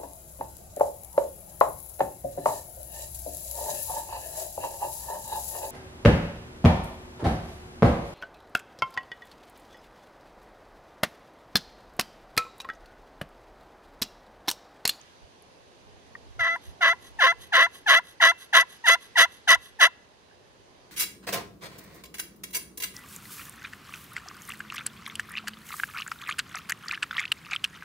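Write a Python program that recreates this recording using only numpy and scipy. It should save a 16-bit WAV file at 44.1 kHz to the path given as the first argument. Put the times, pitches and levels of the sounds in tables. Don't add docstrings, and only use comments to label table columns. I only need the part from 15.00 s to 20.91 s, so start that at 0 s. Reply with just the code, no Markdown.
import sys
import numpy as np
from scipy import signal
from scipy.fft import rfft, irfft, next_fast_len
from scipy.io import wavfile
from scipy.ndimage import uniform_filter1d, minimum_filter1d

SR = 44100
rng = np.random.default_rng(int(sys.argv[2]) if len(sys.argv) > 2 else 0)


def gain_from_db(level_db):
    decades = np.asarray(level_db, float) / 20
    return 10 ** decades


def store_pcm(level_fs):
    pcm = np.round(np.clip(level_fs, -1, 1) * 32767).astype(np.int16)
    wavfile.write(sys.argv[1], SR, np.atleast_2d(pcm).T)


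N = 260631
T = np.arange(N) / SR

# touch_s, lock_s (pitch locks), clear_s (rasp clears), lift_s, start_pitch_hz
STROKES = [(1.39, 1.396, 1.492, 1.558, 720), (1.806, 1.819, 1.895, 1.93, 800),
           (2.187, 2.21, 2.28, 2.322, 910), (2.52, 2.537, 2.63, 2.665, 930),
           (2.86, 2.885, 2.96, 2.992, 880), (3.2, 3.218, 3.28, 3.316, 1000),
           (3.527, 3.542, 3.612, 3.627, 970), (3.838, 3.872, 3.908, 3.953, 950),
           (4.154, 4.179, 4.226, 4.253, 980), (4.473, 4.484, 4.533, 4.555, 900),
           (4.788, 4.809, 4.855, 4.873, 930)]
# start_s, end_s, pitch_hz
CATCHES = [(1.435, 1.441, 610), (1.855, 1.864, 580), (2.227, 2.237, 600), (2.237, 2.261, 520),
           (2.576, 2.592, 530), (2.599, 2.606, 530), (2.619, 2.626, 590), (2.915, 2.925, 560),
           (2.935, 2.94, 580), (2.952, 2.957, 580), (3.258, 3.265, 570), (3.583, 3.591, 520),
           (3.894, 3.902, 530), (4.207, 4.215, 510), (4.507, 4.515, 550), (4.824, 4.83, 550),
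           (4.848, 4.853, 550)]
# hardest_s, landing_db, hardest_db, easing_db, grit_db (against the tone)
PRESSURE = [(1.475, -27, -22, -27.5, -26), (1.865, -27, -16, -20, -23), (2.245, -27, -14, -20, -21.5),
            (2.625, -27, -14.5, -20.5, -18), (2.93, -25.5, -13, -17, -14), (3.24, -24, -12, -17.5, -14),
            (3.575, -20, -11.5, -19, -11), (3.895, -31, -12.5, -17, -9.5), (4.2, -23.5, -11.5, -16, -7.5),
            (4.52, -20, -12, -14.5, -8.5), (4.84, -35, -11.5, -15.5, -8.5)]
# start_s, fastest_s, end_s, hiss_db
RETURN_STROKES = [(1.6, 1.66, 1.745, -55.5), (1.99, 2.06, 2.125, -53), (2.375, 2.425, 2.495, -51.5),
                  (2.705, 2.765, 2.83, -51), (3.02, 3.095, 3.155, -53), (3.365, 3.418, 3.478, -49.5),
                  (3.665, 3.728, 3.795, -51.5), (3.99, 4.03, 4.105, -53.5), (4.28, 4.34, 4.42, -55),
                  (4.575, 4.65, 4.73, -53.5)]
# mode_hz, width_hz, level_db
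POT_MODES = [(420, 250, -16), (660, 1110, -16.5), (1080.6, 92, 3), (1373, 230, -5.5), (1739, 280, 2),
             (1971.5, 89, 8.5), (2650, 44, -6), (2983, 386, -7), (3301, 223, -9.5), (3750, 560, -11),
             (4960, 220, -22), (6113, 328, -21), (6663, 245, -28), (8450, 660, -34.5), (9370, 260, -56),
             (11080, 1060, -35), (15400, 600, -50)]
# frequency_hz, level_db
GRIT_COLOUR = [(200, -40), (600, -22), (2000, -12), (4200, -5), (5000, 8), (12000, 16), (13000, 5),
               (14600, 2), (15300, 11), (15900, 9), (16200, -30)]
# frequency_hz, level_db
HISS_COLOUR = [(600, -2), (2000, -2.5), (3500, 11), (5000, 15.5), (12000, 33.5), (13000, -6), (14600, -1),
               (15300, 34), (15900, 21), (16200, -28)]
# start_s, peak_db, pitch_hz, t60_s
TICKS = [
    (0.0142, -28, 6590, 0.0023),
    (0.3214, -57, 6260, 0.006),
    (0.4235, -40, 11000, 0.0044),
]
# start_s, peak_db, pitch_hz, t60_s
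KNOCKS = [
    (0.244, -31, 75.4, 0.041),
    (1.264, -40, 304, 0.03),
    (1.287, -34, 71, 0.0304),
    (1.334, -49, 39, 0.017),
]
# start_s, peak_db, pitch_hz, t60_s
TAPS = [
    (1.152, -28, 1860, 0.03),
    (1.151, -46, 3000, 0.006),
    (1.152, -38, 1650, 0.015),
    (5.31, -53, 1580, 0.06),
    (1.152, -35, 1180, 0.025),
    (1.152, -39, 1400, .02),
]
# frequency_hz, left_lead_rad
PORT_PHASE = [(0, 0), (400, -.25), (1000, -.55), (2000, -1.25), (4050, -2.7), (5080, 1.0), (5770, 1.5),
              (6550, -2.5), (8100, 3.5), (8790, -14.2), (9300, 8), (10100, 5), (12700, 9), (13900, 9.5),
              (14900, 12.3), (16200, 12.8)]
# frequency_hz, left_over_right_db
PORT_LEVEL = [(60, 0), (110, 1), (200, 2), (380, 1), (700, -0.5), (1290, 1), (2380, 1.0), (4400, -4.5),
              (8120, -6.5), (15000, 1.5)]
# delay_s, level_db
ECHOES = [
    (.22, -46),
    (.485, -40),
    (.61, -46.5),
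]
# frequency_hz, level_db (per hertz)
AIR_SPECTRUM = [(18, -25), (30, -34.5), (76, -2), (109, -8.5), (254, -8.5), (304, -11), (383, -5.5),
                (1040, -10.5), (1380, -18), (1610, -14.5), (2200, -18), (6150, -23.5), (7360, -36),
                (11100, -35), (14000, -57.5)]
# time_s, level_db
TRAFFIC_SWELLS = [
    (0, -60.5),
    (1.8, -58),
    (2.4, -58.5),
    (3, -61),
    (5, -62),
    (5.91, -60),
]
# frequency_hz, correlation (no unit)
AIR_LIKENESS = [(60, -0.016), (130, -0.07), (290, 1), (640, -0.1), (1410, -0.2), (3100, 0.13),
                (6820, -0.083), (15000, 0.64)]
# frequency_hz, left_over_right_db
AIR_BALANCE = [(60, -1.5), (110, -1.5), (200, -1), (380, 0), (700, -2.5), (1290, 0.0), (2380, -3),
               (4400, -5.0), (8120, -11.5), (15000, 12)]
# peak_s, peak_db, fall_s (to fall by 20 dB)
GUSTS = [(.245, -54, .05), (.61, -62, .13), (.9, -56, .12), (1.28, -46, .2), (1.4, -35, .06),
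         (1.69, -35, .04), (1.91, -60, .15), (2.15, -49, .15), (2.4, -48, .11), (2.6, -61, .15),
         (4.1, -62.5, .25), (4.53, -48, .12), (4.7, -63, .3), (5.6, -66, .3)]


def evened(x):
    return x / np.sqrt(np.mean(x ** 2) + 1e-20)


def read(points, hz):
    f, value = np.transpose(points)
    return np.interp(np.log(hz + 1), np.log(f + 1), value)


def curve(rows, column=1):
    rows = np.array(rows)
    return np.interp(T, rows[:, 0], rows[:, column])


def levels(rows, columns):
    return uniform_filter1d(gain_from_db(sum(curve(rows, column=c) for c in columns)), 60)


def wander(size):
    drift = uniform_filter1d(uniform_filter1d(rng.standard_normal(N), size), size)
    return evened(np.tanh(evened(drift) / 2))


def steady(x, size=500):
    power = uniform_filter1d(uniform_filter1d(x ** 2, size), size)
    return x / np.sqrt(power + 1e-12)


def strokes():
    land_s, bite_s, ease_s, slide_s, let_go_s, gone_s = .005, .012, .015, .005, .005, .02
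    grit_land_db, grit_let_go_db, grit_gone_db = -19, -23, -32
    rows = []
    for (touch, lock, _, lift, _), (hard, land_db, hard_db, ease_db, grit_db) in zip(STROKES, PRESSURE):
        rows += [(touch - .001, -120, 0),
                 (touch, land_db - 22, grit_land_db),
                 (touch + land_s, land_db, grit_land_db),
                 (lock, hard_db - 6.5, grit_db),
                 (lock + bite_s, hard_db - 1, grit_db),
                 (hard, hard_db, grit_db - 2),
                 (lift - ease_s, ease_db, grit_db),
                 (lift - slide_s, ease_db - 3, grit_db - 7),
                 (lift + let_go_s, -30.5, grit_let_go_db),
                 (lift + gone_s, -54, grit_gone_db),
                 (lift + 3 * gone_s, -120, grit_gone_db)]
    return rows


def slip_curves(lock_hz=664, clear_hz=667, lift_hz=686, free_hz=1000):
    rasp_top, rasp_per_db, rasp_full_db = .75, .04, -13
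    pitch, rasp, snap = [], [], []
    for (touch, lock, clear, lift, start_hz), hand in zip(STROKES, PRESSURE):
        full = rasp_top + rasp_per_db * min(hand[2] - rasp_full_db, 0)
        pitch += [(touch, start_hz), (max(lock - .013, touch + .001), .95 * start_hz + 20),
                  (lock, 705), (lock + .015, lock_hz), (clear, clear_hz),
                  (lift - .004, lift_hz), (lift, 730), (lift + .006, free_hz)]
        rasp += [(lock, .07), (lock + .012, full), (clear - .008, full),
                 (clear + .006, .17), (lift - .01, .03), (lift + .005, .2)]
        snap += [(touch, -1.5), (lock, .2), (lift - .006, -.1), (lift + .003, -.9), (lift + .008, -4)]
    hz, rasp, snap = curve(pitch), np.clip(curve(rasp), 0, 1), curve(snap)
    for start, end, low_hz in CATCHES:
        held = (T > start) & (T < end)
        hz = np.where(held, low_hz, hz)
        rasp = np.where(held, 0.53 * rasp, rasp)
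    return hz, rasp, snap


def slips(firm_db=-16):
    hz, rasp, snap = slip_curves()
    jitter = 1 + .04 * rasp * wander(size=150)
    turns = np.cumsum(uniform_filter1d(hz, 130) * jitter) / SR
    pairs = rasp * np.cos(np.pi * turns + 1.3 * wander(size=350))
    threes = rasp * np.cos(2 * np.pi * turns / 3 + 1.6 * wander(size=250)) * wander(size=400)
    place = turns + .13 * pairs + .06 * threes + .025 * rasp * wander(size=60)
    firm = np.clip(levels(strokes(), (1,)) / gain_from_db(firm_db), .02, 1) ** .4
    bright = gain_from_db(.35 * (curve(PRESSURE, column=4) + 14))
    blur = .011 * wander(size=90) - .4 * (place - turns)
    low = sum(np.cos(2 * np.pi * k * place + .6 * k * k) * k ** snap for k in (2, 3))
    high = sum(np.cos(2 * np.pi * k * (place + blur) + 0.5953 * k * k) * k ** snap for k in range(4, 11))
    overtones = low + 1.176 * firm * high * bright
    pulses = overtones * (1 + .6 * pairs + .4 * threes) * gain_from_db(4.3 * rasp * wander(size=140))
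    fundamental = 1.2 * np.cos(2 * np.pi * turns) * (1 + .4 * pairs)
    return pulses + fundamental, place


def pot(extra=((1, 0), (2, 0))):
    hz = abs(np.fft.fftfreq(8192, 1 / SR))
    power = sum(gain_from_db(2 * db) / (1 + (2 * (hz - f) / width) ** 2) ** 1.766 for f, width, db in POT_MODES)
    log_gain = .5 * np.log(power + 1e-10) + np.log(gain_from_db(read(extra, hz)))
    return np.fft.ifft(np.exp(np.conj(signal.hilbert(log_gain)))).real[:4096]


def yelps(pulses):
    return steady(signal.oaconvolve(pulses, pot())[:N]) * levels(strokes(), (1,))


def grit(place):
    puff_shape = .3 + np.exp(-(place % 1) / 0.315)
    puffs = puff_shape * rng.standard_normal(N) * gain_from_db(3.6 * wander(size=200))
    return evened(signal.oaconvolve(puffs, pot(GRIT_COLOUR))[:N]) * levels(strokes(), (1, 2)) * gain_from_db(-2.0)


def return_speed():
    rows = []
    for start, fastest, end, _ in RETURN_STROKES:
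        rows += [(start, 1), (fastest, 0), (end, 1), (end + .03, 2), (end + .15, 2)]
    away = curve(rows)
    top_db = curve([(fastest, db) for _, fastest, _, db in RETURN_STROKES])
    return gain_from_db(top_db - 24 * away ** 1.8) * (T > RETURN_STROKES[0][0])


def return_hiss():
    rub = rng.standard_normal(N) * gain_from_db(2.2 * wander(size=300))
    return evened(signal.oaconvolve(rub, pot(HISS_COLOUR))[:N]) * return_speed() * gain_from_db(2.5)


def ring(x):
    ring_hz, t60_s, level_db = 2690, .5, -43
    t = np.arange(16000) / SR
    mode = gain_from_db(-60 * t / t60_s) * np.sin(2 * np.pi * ring_hz * t)
    return gain_from_db(level_db) * signal.oaconvolve(x, mode / np.linalg.norm(mode))[:N]


def handling():
    out, t = np.zeros(N), np.arange(3000) / SR
    for s, db, hz, t60 in TICKS + TAPS + KNOCKS:
        rise = np.minimum(t * hz / 2.1, 1)
        out[round(s * SR):][:3000] += gain_from_db(db - 60 * t / t60) * rise * np.sin(2 * np.pi * hz * t)
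    return out


def ports(x):
    size = next_fast_len(N)
    hz = np.fft.rfftfreq(size, 1 / SR)
    half = gain_from_db(read(PORT_LEVEL, hz) / 2) * np.exp(.5j * read(PORT_PHASE, hz))
    return irfft(rfft(x, size) * np.array([half, 1 / half]), size)[:, :N]


def yard(x, t60):
    t = np.arange(20000) / SR
    tail = rng.standard_normal((2, 20000)) * gain_from_db(-60 * t / t60) * (t > .001)
    return signal.oaconvolve(x[None], tail / np.linalg.norm(tail[0]), axes=1)[:, :N]


def slapback(x):
    dull = signal.sosfilt(signal.butter(2, [1400, 1680], "band", fs=SR, output="sos"), x)
    late = sum(gain_from_db(db) * np.pad(dull, (round(s * SR), 0))[:N] for s, db in ECHOES)
    return yard(late, 0.027)


def air(edge_hz=1150, top_hz=2500, dip_hz=5600):
    frames, hz = N // 256 + 5, np.fft.rfftfreq(1024, 1 / SR)
    a, b, c, d, patches = rng.standard_normal((frames, 513, 5)).T
    patches = evened(uniform_filter1d(uniform_filter1d(patches, 10, 0), 12, 1))
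    same = np.clip(read(AIR_LIKENESS, hz), -1, 1)[:, None]
    left = a + 1j * b
    right = same * left + np.sqrt(1 - same ** 2) * (c + 1j * d)
    z = np.array([left, right])
    t = np.arange(frames) * 256 / SR
    rustle_db = 6 * np.exp(-t / .15) + 5 * np.exp(-((t - 4) / .7) ** 2)
    middle_db, top_db = -.6 + .9 * rustle_db, 1.2 + rustle_db
    leaves_db = (hz > edge_hz)[:, None] * np.where((hz > top_hz)[:, None], top_db, middle_db)
    z *= gain_from_db(read(AIR_SPECTRUM, hz)[:, None] + 0.96 * patches + leaves_db)
    z *= gain_from_db(-6 / (1 + ((hz - dip_hz) / 250) ** 2))[:, None]
    z *= gain_from_db(np.array([.5, -.5])[:, None, None] * read(AIR_BALANCE, hz)[:, None])
    noise = signal.istft(z, nperseg=1024, noverlap=768)[1][:, :N]
    return gain_from_db(curve(TRAFFIC_SWELLS) + 5) * evened(noise)


def gusts(calm_db=-82):
    t = T[::100]
    puffs = sum(gain_from_db(db - 20 * abs(t - s) / fall_s) for s, db, fall_s in GUSTS)
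    return np.interp(T, t, gain_from_db(calm_db) + puffs)


def wind(low_hz=40, top_hz=100):
    band = signal.butter(3, [low_hz, top_hz], "band", fs=SR, output="sos")
    push, own = signal.sosfilt(band, rng.standard_normal((2, N)) * gain_from_db(3.0 * wander(size=900)))
    return gusts() * evened(np.array([.7 * push + .25 * own, -1.1 * push]))


def scene():
    pulses, place = slips()
    tone = yelps(pulses)
    friction = grit(place) + return_hiss()
    direct = ports(tone + friction + ring(tone) + handling())
    hands = gain_from_db(-19) * yard(tone, 0.064) + gain_from_db(-7) * yard(friction, .03)
    lawn = gain_from_db(-33) * yard(tone, .6)
    return direct + hands + lawn + air() + wind() + slapback(tone)


def top_cut(x):
    return signal.sosfilt(signal.butter(12, 16660, fs=SR, output="sos"), x)


def record(dry):
    peak = -minimum_filter1d(-abs(dry).max(0), 200)
    gain = uniform_filter1d(np.minimum(.93 / peak, 1), 200)
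    return top_cut(dry * gain)


dry = scene()
out = record(dry)
store_pcm(out)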